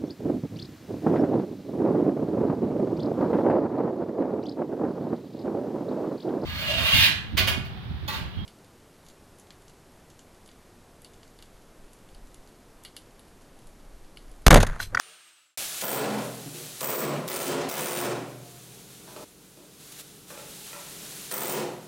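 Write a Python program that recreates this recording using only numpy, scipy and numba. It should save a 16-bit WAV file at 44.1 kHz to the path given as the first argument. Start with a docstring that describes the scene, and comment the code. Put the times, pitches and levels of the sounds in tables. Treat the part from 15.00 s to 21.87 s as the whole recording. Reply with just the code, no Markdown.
"""An air chisel hammers five bursts into a sheet-metal body, close to a stereo pair of microphones in a workshop.
Each blow is a noise crack on decaying modes of panel, bit, tip and barrel, with a puff of exhaust and a hall tail.
Before it a grinder (falling sines over noise) runs down and fades; bumps of the tool ring the hand-damped panel.
Behind lie leaking air and a compressor's hum, made of coloured noise and steady tones.
The recorder's limiter holds the bursts down, so the boom swells up again when the blows stop."""
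import sys
import numpy as np
from scipy import signal
from scipy.fft import rfft, irfft
from scipy.io import wavfile
from scipy.ndimage import uniform_filter1d, minimum_filter1d
from numba import njit

SR = 44100
rng = np.random.default_rng(int(sys.argv[2]) if len(sys.argv) > 2 else 0)


def int16_out(signal):
    """Quantize to a 16-bit WAV file."""
    q = np.round(np.clip(np.atleast_2d(signal).T, -1, 1) * 32767)
    wavfile.write(sys.argv[1], SR, q.astype(np.int16))


def convert_level_to_amplitude(level_db):
    """Map a level in decibels to its linear amplitude factor."""
    exponent = np.asarray(level_db, float) / 20
    return 10 ** exponent


N = 302967
T = np.arange(N) / SR

# Shop air: spectrum of the leak, before scaling to rms 1: (frequency [Hz], density [dB per Hz])
HISS_SPECTRUM = [(290, -10.5), (500, -6.5), (619, -3), (829, -3), (922, -9), (1220, -4), (1870, -3.5),
                 (3930, 0.5), (4920, -2), (6600, -0.5), (10500, -1), (13000, -4), (15600, -8.5)]
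# level of the leaking air: (time [s], level [dB])
LEAK_LEVEL = [(.574, -32.5), (.81, -35), (1.36, -46), (1.546, -41.5), (1.8, -42), (2.24, -50.5),
              (3.42, -52.5), (3.534, -50), (4.24, -49.5), (4.25, -55), (4.71, -55.5), (4.8, -51),
              (4.98, -46), (5.06, -50.5), (5.27, -52), (5.31, -46), (6.3, -40.5), (6.8, -54)]
# valve opening ahead of a burst, and loose spurts of air: (time [s], peak level [dB], length [s])
AIR_SPURTS = [(0.807, -10, 0.044), (1.805, -18, 0.013), (2.276, -31.5, 0.0096), (2.686, -30, 0.018),
              (6.309, -18, 0.018), (4.915, -44.5, 0.018), (4.982, -41.5, 0.039)]
# spectrum of the shop's hum, before scaling to rms 1: (frequency [Hz], density [dB per Hz])
HUM_SPECTRUM = [(15, -35), (25, -29), (48, -9.5), (95, -6), (140, 1), (190, 1.5), (260, -4), (330, -3.5),
                (395, -7.5), (425, 0.5), (470, -7), (650, -12), (1500, -15), (2500, -68)]
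# level of the hum with its tones: (time [s], level [dB])
HUM_LEVEL = [(.57, -61.5), (1.7, -58), (3.3, -55.5), (3.6, -56), (4.24, -53.5), (4.25, -60), (5.25, -56.5),
             (5.4, -56), (6.3, -53.5), (6.8, -59)]
# compressor tones: (multiple of the turning rate, level against the hum [dB])
COMPRESSOR_TONES = [(2, -16), (6, -10), (7, -10), (8, -10), (9, -16), (12, -14), (13, -9), (15, -15),
                    (17, -9), (20, -16), (21, -16)]
COMPRESSOR_HZ = 23.13  # turning rate

# Grinder: spectrum of its motor noise, before scaling to rms 1: (frequency [Hz], density [dB per Hz])
GRINDER_SPECTRUM = [(40, -38), (100, -20), (300, -20), (450, -16), (540, -13), (640, -11.5), (950, -12),
                    (1280, -2), (1900, -6.5), (2900, -1.5), (5000, -9), (9000, -10.5), (15500, -25)]
# grinder laid on a block: (time [s], level [dB])
SET_DOWN = [(.012, -63), (.06, -55.5)]
# modes of the wooden block: (frequency [Hz], level [dB], t60 [s])
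BLOCK_MODES = [(179, -11, .25), (455, -3, 0.29), (615, -3, 0.48), (722, -0.5, 0.31)]
WHINE_HZ, RUNDOWN_PER_S, FADE_END_S = 9330, .4, .57  # whine at the start, its rate of fall
WHINE_DB, MOTOR_DB = -59, -50.5
WHINE_PER_SHAFT, SHAFT_DB = 24.5, -17  # whine over shaft rate; shaft hum against the whine
GRINDER_SIDE_DB = -2  # the grinder is narrower
SCRAPE_S = .05  # it slides a moment on the wood

# Tool bumping the body: (time [s], level [dB], hardness [dB per octave], modes favoured by the spot [Hz])
KNOCKS = [(1.46, -54.5, -7.5, 278.2), (1.545, -52.5, -4, 474), (1.6, -52.5, 0, 400),
          (4.077, -57.5, 6, 1010), (4.088, -61.5, 9, 1240), (4.161, -53, 1, 560), (4.163, -51, 6, 1300),
          (4.171, -52, 0, 860), (4.187, -55, 2, 398), (4.206, -67, 8, 495), (4.215, -57.5, 1, 280),
          (4.221, -60, 2, 900), (4.234, -61, 3, 1300), (4.572, -58, 4.5, 352), (4.588, -61.5, 3, 300),
          (5.304, -56, 11, 1345), (5.322, -58, 3, 556), (5.35, -59.5, 11, 920), (5.375, -56, 12, 500),
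          (5.397, -57.5, 9, 420), (5.44, -64, -5, 400), (5.729, -54.5, 9, 450), (5.731, -53.5, 11, 1345),
          (5.75, -61, 11, 2280), (5.762, -63, 10, 990), (5.785, -60, 3, 1300), (6.314, -37, 8, 1800)]
# crack of a bump: (frequency [Hz], gain [dB])
KNOCK_CRACK = [(150, -24), (400, -5), (1200, -2), (2500, 4), (5000, 5), (12000, -9)]
HELD = 0.59  # share of its ring time that the panel keeps under the hand
KNOCK_SPOT_DB, KNOCK_SPOT_OCTAVES = 11, 0.17  # lift and width of the favoured modes
CUT_S = 4.243  # a cut here chops off the stand's direct ring and the tails of the earlier knocks

# Trigger pulls: (first blow [s], last blow [s], force [dB], freedom of the bit to ring [dB],
# force lost by the end [dB], modes favoured by the spot struck [Hz], stand level [dB], hardness [dB per octave])
BURSTS = [(0.8227, .962, -3.5, 18.5, 10, 266, -10, 2), (1.8151, 1.997, -4, 21, 18, 640, -5, 1),
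          (2.2857, 2.475, -8.5, 8, 5.5, 464, 5, 2.5), (2.6976, 3.0193, -9.5, 7, 9.5, 605, -3.5, 2),
          (6.323, 6.524, -18, 17.5, 2, 436.6, -6, 3)]
# strokes that miss the bit and clack on the barrel: (time [s], clack level [dB])
CLACKS = [(0.8807, -3), (0.904, 6), (1.9147, 4), (1.982, -18), (1.992, -9), (2.3301, 4), (2.341, 0),
          (2.3499, 7), (2.3909, 5), (2.4173, -2), (2.457, -11), (2.7683, -4), (2.808, 6), (2.8336, -3),
          (2.859, 0), (2.8835, -5), (2.9086, -1), (2.9313, 2), (2.9406, 6), (2.9624, -3), (2.9883, 3),
          (3.0021, -20), (6.3139, 9), (6.4079, 5), (6.446, -3), (6.4711, 6), (6.496, 1.5)]
STROKE_S, REBOUND_S, JITTER_S = .0143, .0106, .0005  # piston cycle after a blow on the bit, after a clack
HIT_CLACK_DB, HIT_TICK_DB = -13, 5  # barrel and tip on a blow that meets the bit
MISS_TICK_DB, MISS_RING_DB = -21, -4  # tip and bit on a miss
SOFTENS_DB = 3  # per octave: contact hardness lost by the last blow as the bit sinks in
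FIRST_BOOM_DB, FIRST_PUFF_DB = 4, 5  # first blow: panel at rest, exhaust vents full line pressure
# modes of the sheet-metal panel: (frequency [Hz], level [dB], t60 [s])
PANEL_MODES = [(124.3, -14.5, 2.3), (147.7, 3.5, 0.63), (166.1, -13, 1.36), (211.3, 1, 0.31),
               (256.8, -2.5, 0.4), (275.6, -0.5, 0.27), (354, 0, 0.39), (428, 7, 0.088), (432.4, 3.5, 0.13),
               (461, 3, 0.057), (550, 1.5, 0.065), (572.2, -7, 0.42), (620, 2.5, 0.076), (709, -6, 0.23),
               (845, -4.5, 0.12), (996, -2.5, 0.043), (1240, -6.5, 0.024), (1345, -14.5, 0.076),
               (1497, -4.5, 0.012), (1800, -7, 0.023), (2190, -19, 0.024), (2360, -20.5, 0.054),
               (2570, -16, 0.027)]
# modes of the steel bit: (frequency [Hz], level [dB], t60 [s])
BIT_MODES = [(4430, -22, .015), (7800, -14, .025), (8320, -13, .02), (12100, -15, .02), (13400, -11, .02),
             (14230, -6, .01), (14550, -3, .008), (14780, -1.5, .014), (15020, -2, .012), (15400, -3, .006)]
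# modes of the bit's tip: (frequency [Hz], level [dB], t60 [s])
TIP_MODES = [(15100, 3, .004), (13800, -3, .003), (11000, -8, .002)]
# modes of the tool's barrel: (frequency [Hz], level [dB], t60 [s])
BARREL_MODES = [(8860, 3, .005), (9300, -1, .004), (7500, -6, .003)]
# steel stand, left ringing as each burst ends: (frequency [Hz], level [dB], t60 [s])
STAND_MODES = [(704.5, -48, 2.6), (708.5, -52, 2.6), (714, -54, 1.2)]
# crack of a blow: (frequency [Hz], gain [dB])
BLOW_CRACK = [(70, -49), (120, -11.5), (200, 10), (400, 13), (800, 7), (1600, 3.5), (3500, 1.5), (6000, -5),
              (9000, -10), (12000, -2.5), (15500, 2.5)]
# puff of exhaust after a blow: (frequency [Hz], gain [dB])
EXHAUST = [(1500, -8.5), (3500, 9), (7000, 15.5), (11000, 14), (15600, -23)]
PANEL_DB, BIT_DB, BARREL_DB, TIP_DB = -24.5, -14, 2.5, -5
CRACK_DB, CRACK_S, EXHAUST_DB, EXHAUST_S = -2, 0.0043, -15.5, 0.0045
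SNAP_DB, SNAP_S = 3, 0.00042  # the sharp edge of each blow, against its crack
SPOT_DB, SPOT_OCTAVES = 4.5, 0.31  # lift and width of the favoured modes
FLEX, FLEX_PER_S = .25, 35  # the shaken panel flexes, which roughens its boom

# Hall: (frequency [Hz], t60 [s], level before the tail is scaled to unit energy [dB])
HALL_BANDS = [(114, 0.82, -2.5), (253, 1, -2), (520, 0.85, 4), (1040, 0.79, 4.5), (1940, 0.7, 3),
              (4200, 0.64, -1), (8450, 0.39, 1), (14300, 0.26, 0.5)]
HALL_DB, HALL_BUILD_S, HALL_SIDE_DB = -1.5, 0.0022, -3.5
# difference between the microphones: (frequency [Hz], side filter gain [dB])
SIDE_GAIN = [(30, -51), (60, -26), (125, -20.5), (250, -19), (500, -18.5), (1000, -25), (2200, -28.5),
             (4000, -30.5), (8000, -13), (15000, -15.5)]
SIDE_WALK_DB = 1.5  # small random changes of the side level
BLOW_PAN = 0.039  # share of the direct blows that leans left
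LIMIT_DB, LIMIT_RATIO, RELEASE_S, AHEAD_S = -20.5, 8.76, 0.018, 0.0028
TOP_HZ = 15850


def colour(x, points):
    """Filter by (frequency [Hz], gain [dB]) points; causal, from the cepstrum of the log gain."""
    hz, db = np.transpose(points)
    grid = np.maximum(np.arange(2049) * SR / 4096, 1)
    log_gain = np.interp(np.log(grid), np.log(hz), db) * np.log(10) / 20
    cepstrum = irfft(log_gain)
    # folding the cepstrum forward gives minimum phase
    cepstrum[1:2048] *= 2
    cepstrum[2049:] = 0
    response = irfft(np.exp(rfft(cepstrum)))
    return signal.fftconvolve(x, response)[:len(x)]


def unit(x):
    """Scale to rms 1."""
    return x / np.sqrt(np.mean(x ** 2))


def walk(rate):
    """Random levels held 1 / rate s and slewed twice; spread a little under 1."""
    k = int(SR / rate)
    held = np.repeat(rng.standard_normal(N // k + 1), k)
    return uniform_filter1d(uniform_filter1d(held, k), k)[:N]


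def ring(modes, times, db, scatter_db, tilt_db=0, rattle_s=0, spot=(500, 0, 1)):
    """Strike decaying modes; each blow meets each mode with its own strength, and may chatter on briefly.

    spot: (centre [Hz], lift [dB], width [octaves]) of the modes favoured by the spot struck."""
    out = np.zeros(N)
    at = (np.asarray(times) * SR).astype(int)
    chance = rng.standard_normal((len(at), len(modes)))
    spot_hz, spot_lift_db, spot_octaves = spot
    for k, (hz, mode_db, t60) in enumerate(modes):
        # a harder contact drives the upper modes more: tilt per octave
        hardness_db = tilt_db * np.log2(hz / 500)
        spot_db = spot_lift_db * np.exp(-(np.log2(hz / spot_hz) / spot_octaves) ** 2)
        hits = np.zeros(N)
        hits[at] = (-1) ** k * convert_level_to_amplitude(db + mode_db + scatter_db * chance[:, k] + hardness_db + spot_db)
        if rattle_s:
            fall = np.exp(-1 / (rattle_s * SR))
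            hits = signal.lfilter([np.sqrt(1 - fall ** 2)], [1, -fall], hits) * rng.standard_normal(N)
        r = np.exp(-np.log(1000) / (t60 * SR))
        w = 2 * np.pi * hz / SR
        out += signal.lfilter([0, np.sin(w)], [1, -2 * r * np.cos(w), r * r], hits)
    return out


def crack(times, db, fade_s, points):
    """A short decaying burst of coloured noise at each time."""
    hits = np.zeros(N)
    hits[(times * SR).astype(int)] = convert_level_to_amplitude(db)
    burst = signal.lfilter([1], [1, -np.exp(-1 / (fade_s * SR))], hits)
    return colour(burst * rng.standard_normal(N), points)


@njit
def follow(x, fall):
    """Peak follower: jumps up at once, sinks slowly."""
    y, e = np.empty(len(x)), 1e-9
    for i in range(len(x)):
        e = max(x[i], e * fall)
        y[i] = e
    return y


def hall(x):
    """Diffuse tail as mid and side: noise that builds up, then dies at each band's own rate."""
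    t = T[:int(1.5 * SR)]
    tails = []
    for _ in range(2):
        noise, tail = rfft(rng.standard_normal(len(t))), 0
        log_hz = np.log(np.maximum(np.arange(len(noise)) * SR / len(t), 1))
        centres = np.log(np.array(HALL_BANDS)[:, 0])
        for k, (hz, t60, db) in enumerate(HALL_BANDS):
            share = np.interp(log_hz, centres, np.arange(len(HALL_BANDS)) == k)
            band = irfft(noise * share, len(t))
            tail = tail + convert_level_to_amplitude(db) * band * np.exp(-np.log(1000) * t / t60)
        tail = tail * (1 - np.exp(-t / HALL_BUILD_S))
        tails.append(signal.fftconvolve(x, tail / np.sqrt(np.sum(tail ** 2)))[:N])
    return convert_level_to_amplitude(HALL_DB) * np.array(tails)


def shop_air():
    """Turbulent hiss of leaking air with spurts, and the shop's low hum with compressor tones; mid and side."""
    hiss_db = np.interp(T, *np.transpose(LEAK_LEVEL))
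    hum_db = np.interp(T, *np.transpose(HUM_LEVEL))
    # each spurt swells and falls as half a sine
    spurt = sum(convert_level_to_amplitude(db) * np.sin(np.pi * np.clip((T - t) / length, 0, 1)) for t, db, length in AIR_SPURTS)
    turn = 2 * np.pi * COMPRESSOR_HZ * np.cumsum(1 + .002 * walk(2)) / SR
    out = []
    for _ in range(2):
        hiss = unit(colour(rng.standard_normal(N), HISS_SPECTRUM))
        hum = unit(colour(rng.standard_normal(N), HUM_SPECTRUM))
        for multiple, db in COMPRESSOR_TONES:
            level = np.sqrt(2) * convert_level_to_amplitude(db + 1.1 * walk(4.55))
            hum = hum + level * np.sin(multiple * turn + 2 * np.pi * rng.random())
        flow = np.hypot(convert_level_to_amplitude(hiss_db + walk(29)), spurt)
        out.append(flow * hiss + convert_level_to_amplitude(hum_db + 0.94 * walk(10)) * hum)
    return (T > LEAK_LEVEL[0][0]) * np.array(out)


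def grinder():
    """Falling gear whine and shaft hum over motor noise, and a thud on a block, all fading to silence."""
    fade = np.clip(1 - T / FADE_END_S, 0, 1)
    hz = WHINE_HZ * np.exp(-RUNDOWN_PER_S * T)
    turn = 2 * np.pi * np.cumsum(hz * (1 + .0015 * walk(150))) / SR
    tones = np.sin(turn) + convert_level_to_amplitude(SHAFT_DB) * np.sin(turn / WHINE_PER_SHAFT)
    whine = np.sqrt(2) * convert_level_to_amplitude(WHINE_DB + 2 * walk(60)) * tones
    motor = np.array([convert_level_to_amplitude(MOTOR_DB + walk(30)) * unit(colour(rng.standard_normal(N), GRINDER_SPECTRUM))
                      for _ in range(2)])
    thud = ring(BLOCK_MODES, *np.transpose(SET_DOWN), scatter_db=1, rattle_s=SCRAPE_S)
    thud = colour(thud, [(80, -24), (170, 0)])  # a small block gives no deep bass
    return fade * ([[1], [convert_level_to_amplitude(GRINDER_SIDE_DB)]] * motor + [[1], [0]] * (whine + thud))


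def knocks():
    """Bumps on the same panel, its modes shortened by the hand, with hall; the cut chops off earlier tails."""
    s, db, tilt_db, spot_hz = np.transpose(KNOCKS)
    held_modes = np.array(PANEL_MODES) * [1, 1, HELD]
    # light bumps do not move the whole panel
    bass_cut = signal.butter(2, 220, "high", fs=SR, output="sos")
    out = 0
    for part, heard in ((s < CUT_S, T < CUT_S), (s > CUT_S, 1)):
        direct = ring(held_modes, s[part], db[part], scatter_db=3.5, tilt_db=tilt_db[part],
                      spot=(spot_hz[part], KNOCK_SPOT_DB, KNOCK_SPOT_OCTAVES))
        direct = direct + crack(s[part], db[part] + 6, CRACK_S, KNOCK_CRACK)
        direct = signal.sosfilt(bass_cut, direct)
        out = out + heard * (hall(direct) + [[1], [0]] * direct)
    return out


def strokes():
    """Piston timing: even blows on the bit fill the gaps between clacks, and force sags over each burst.

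    Rows: time [s], clack, tick, force, ring, boom [dB], hardness [dB per octave], spot [Hz]."""
    rows = []
    for first, last, force_db, free_db, sag_db, spot_hz, _, hard_db in BURSTS:
        misses = [(s, db, MISS_TICK_DB, MISS_RING_DB) for s, db in CLACKS if first - REBOUND_S < s < last]
        gap_starts = [first] + [miss[0] + REBOUND_S for miss in misses]
        gap_ends = [miss[0] for miss in misses] + [last + STROKE_S]
        hits = []
        for a, b in zip(gap_starts, gap_ends):
            count = max(round((b - a) / STROKE_S), 0)
            hits += [(a + (b - a) * k / count, HIT_CLACK_DB, HIT_TICK_DB, 0) for k in range(count)]
        for k, (s, clack_db, tick_db, ring_db) in enumerate(sorted(misses + hits)):
            done = (s - first) / (last - first)
            rows.append((s, clack_db, tick_db, force_db - sag_db * done, free_db + ring_db,
                         FIRST_BOOM_DB * (k == 0), hard_db - SOFTENS_DB * done, spot_hz))
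    rows = np.array(rows)
    chance = rng.standard_normal((len(rows), 2))
    rows[:, 0] += JITTER_S * chance[:, 0] * (rows[:, 2] != MISS_TICK_DB)  # only blows on the bit jitter
    rows[:, 2] += 2 * chance[:, 1]
    return rows.T


def chisel():
    """Each blow: crack, panel boom, tick at the tip, rough ring of the bit, barrel clack, exhaust; then the stand."""
    s, clack_db, tick_db, force_db, free_db, boom_db, tilt_db, spot_hz = strokes()
    first_blow = boom_db != 0
    boom = ring(PANEL_MODES, s, force_db + boom_db + PANEL_DB, scatter_db=4, tilt_db=tilt_db,
                spot=(spot_hz, SPOT_DB, SPOT_OCTAVES))
    boom = boom * (1 + FLEX * walk(FLEX_PER_S))
    # a small panel radiates little below its lowest mode
    boom = signal.sosfilt(signal.butter(3, 100, "high", fs=SR, output="sos"), boom)
    loose = 1 + .8 * walk(300)  # the bit shakes in its holder, which roughens its ring
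    bit = loose * ring(BIT_MODES, s, force_db + free_db + BIT_DB, scatter_db=2.5, rattle_s=.005)
    tip = ring(TIP_MODES, s, force_db + tick_db + TIP_DB, scatter_db=1)
    barrel = ring(BARREL_MODES, s, force_db + clack_db + BARREL_DB, scatter_db=1)
    burst_end, stand_db = np.transpose(BURSTS)[[1, 6]]
    stand = (T < CUT_S) * ring(STAND_MODES, burst_end, stand_db, scatter_db=1)
    cracks = crack(s, force_db + boom_db + tilt_db / 2 + CRACK_DB, CRACK_S, BLOW_CRACK)
    snap = crack(s, force_db + boom_db + CRACK_DB + SNAP_DB, SNAP_S, BLOW_CRACK)
    exhaust = crack(s, force_db + EXHAUST_DB + FIRST_PUFF_DB * first_blow, EXHAUST_S, EXHAUST)
    return boom + bit + tip + barrel + stand + cracks + snap + exhaust


def scene():
    """Left and right from mid and side; the two close microphones differ mostly in the treble."""
    blows = chisel()
    background = shop_air() + grinder() + knocks()
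    mid, side = background + [[1], [convert_level_to_amplitude(HALL_SIDE_DB)]] * hall(blows) + [[1], [0]] * blows
    side = convert_level_to_amplitude(SIDE_WALK_DB * walk(10)) * colour(side, SIDE_GAIN) + BLOW_PAN * blows
    return np.array([mid + side, mid - side])


def low_pass(x):
    """Removes everything above the highest recorded frequency."""
    return signal.sosfilt(signal.butter(12, 16830, fs=SR, output="sos"), x)


def record(dry):
    """A look-ahead limiter, keener on treble, ducks just before each blow and recovers after; the top is cut."""
    ahead = max(int(AHEAD_S * SR), 1)
    sensed = colour(dry.mean(axis=0), [(1000, 0.37), (12000, 0.84)])
    peak = follow(np.abs(sensed), np.exp(-1 / (RELEASE_S * SR)))
    gain = np.minimum(1, convert_level_to_amplitude(LIMIT_DB) / peak) ** (1 - 1 / LIMIT_RATIO)
    gain = uniform_filter1d(minimum_filter1d(gain, 2 * ahead + 1), ahead)
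    top_cut = signal.ellip(8, .2, 60, TOP_HZ, fs=SR, output="sos")
    mix = signal.sosfilt(top_cut, dry * gain)
    return low_pass(mix)


dry = scene()
out = record(dry)
int16_out(out)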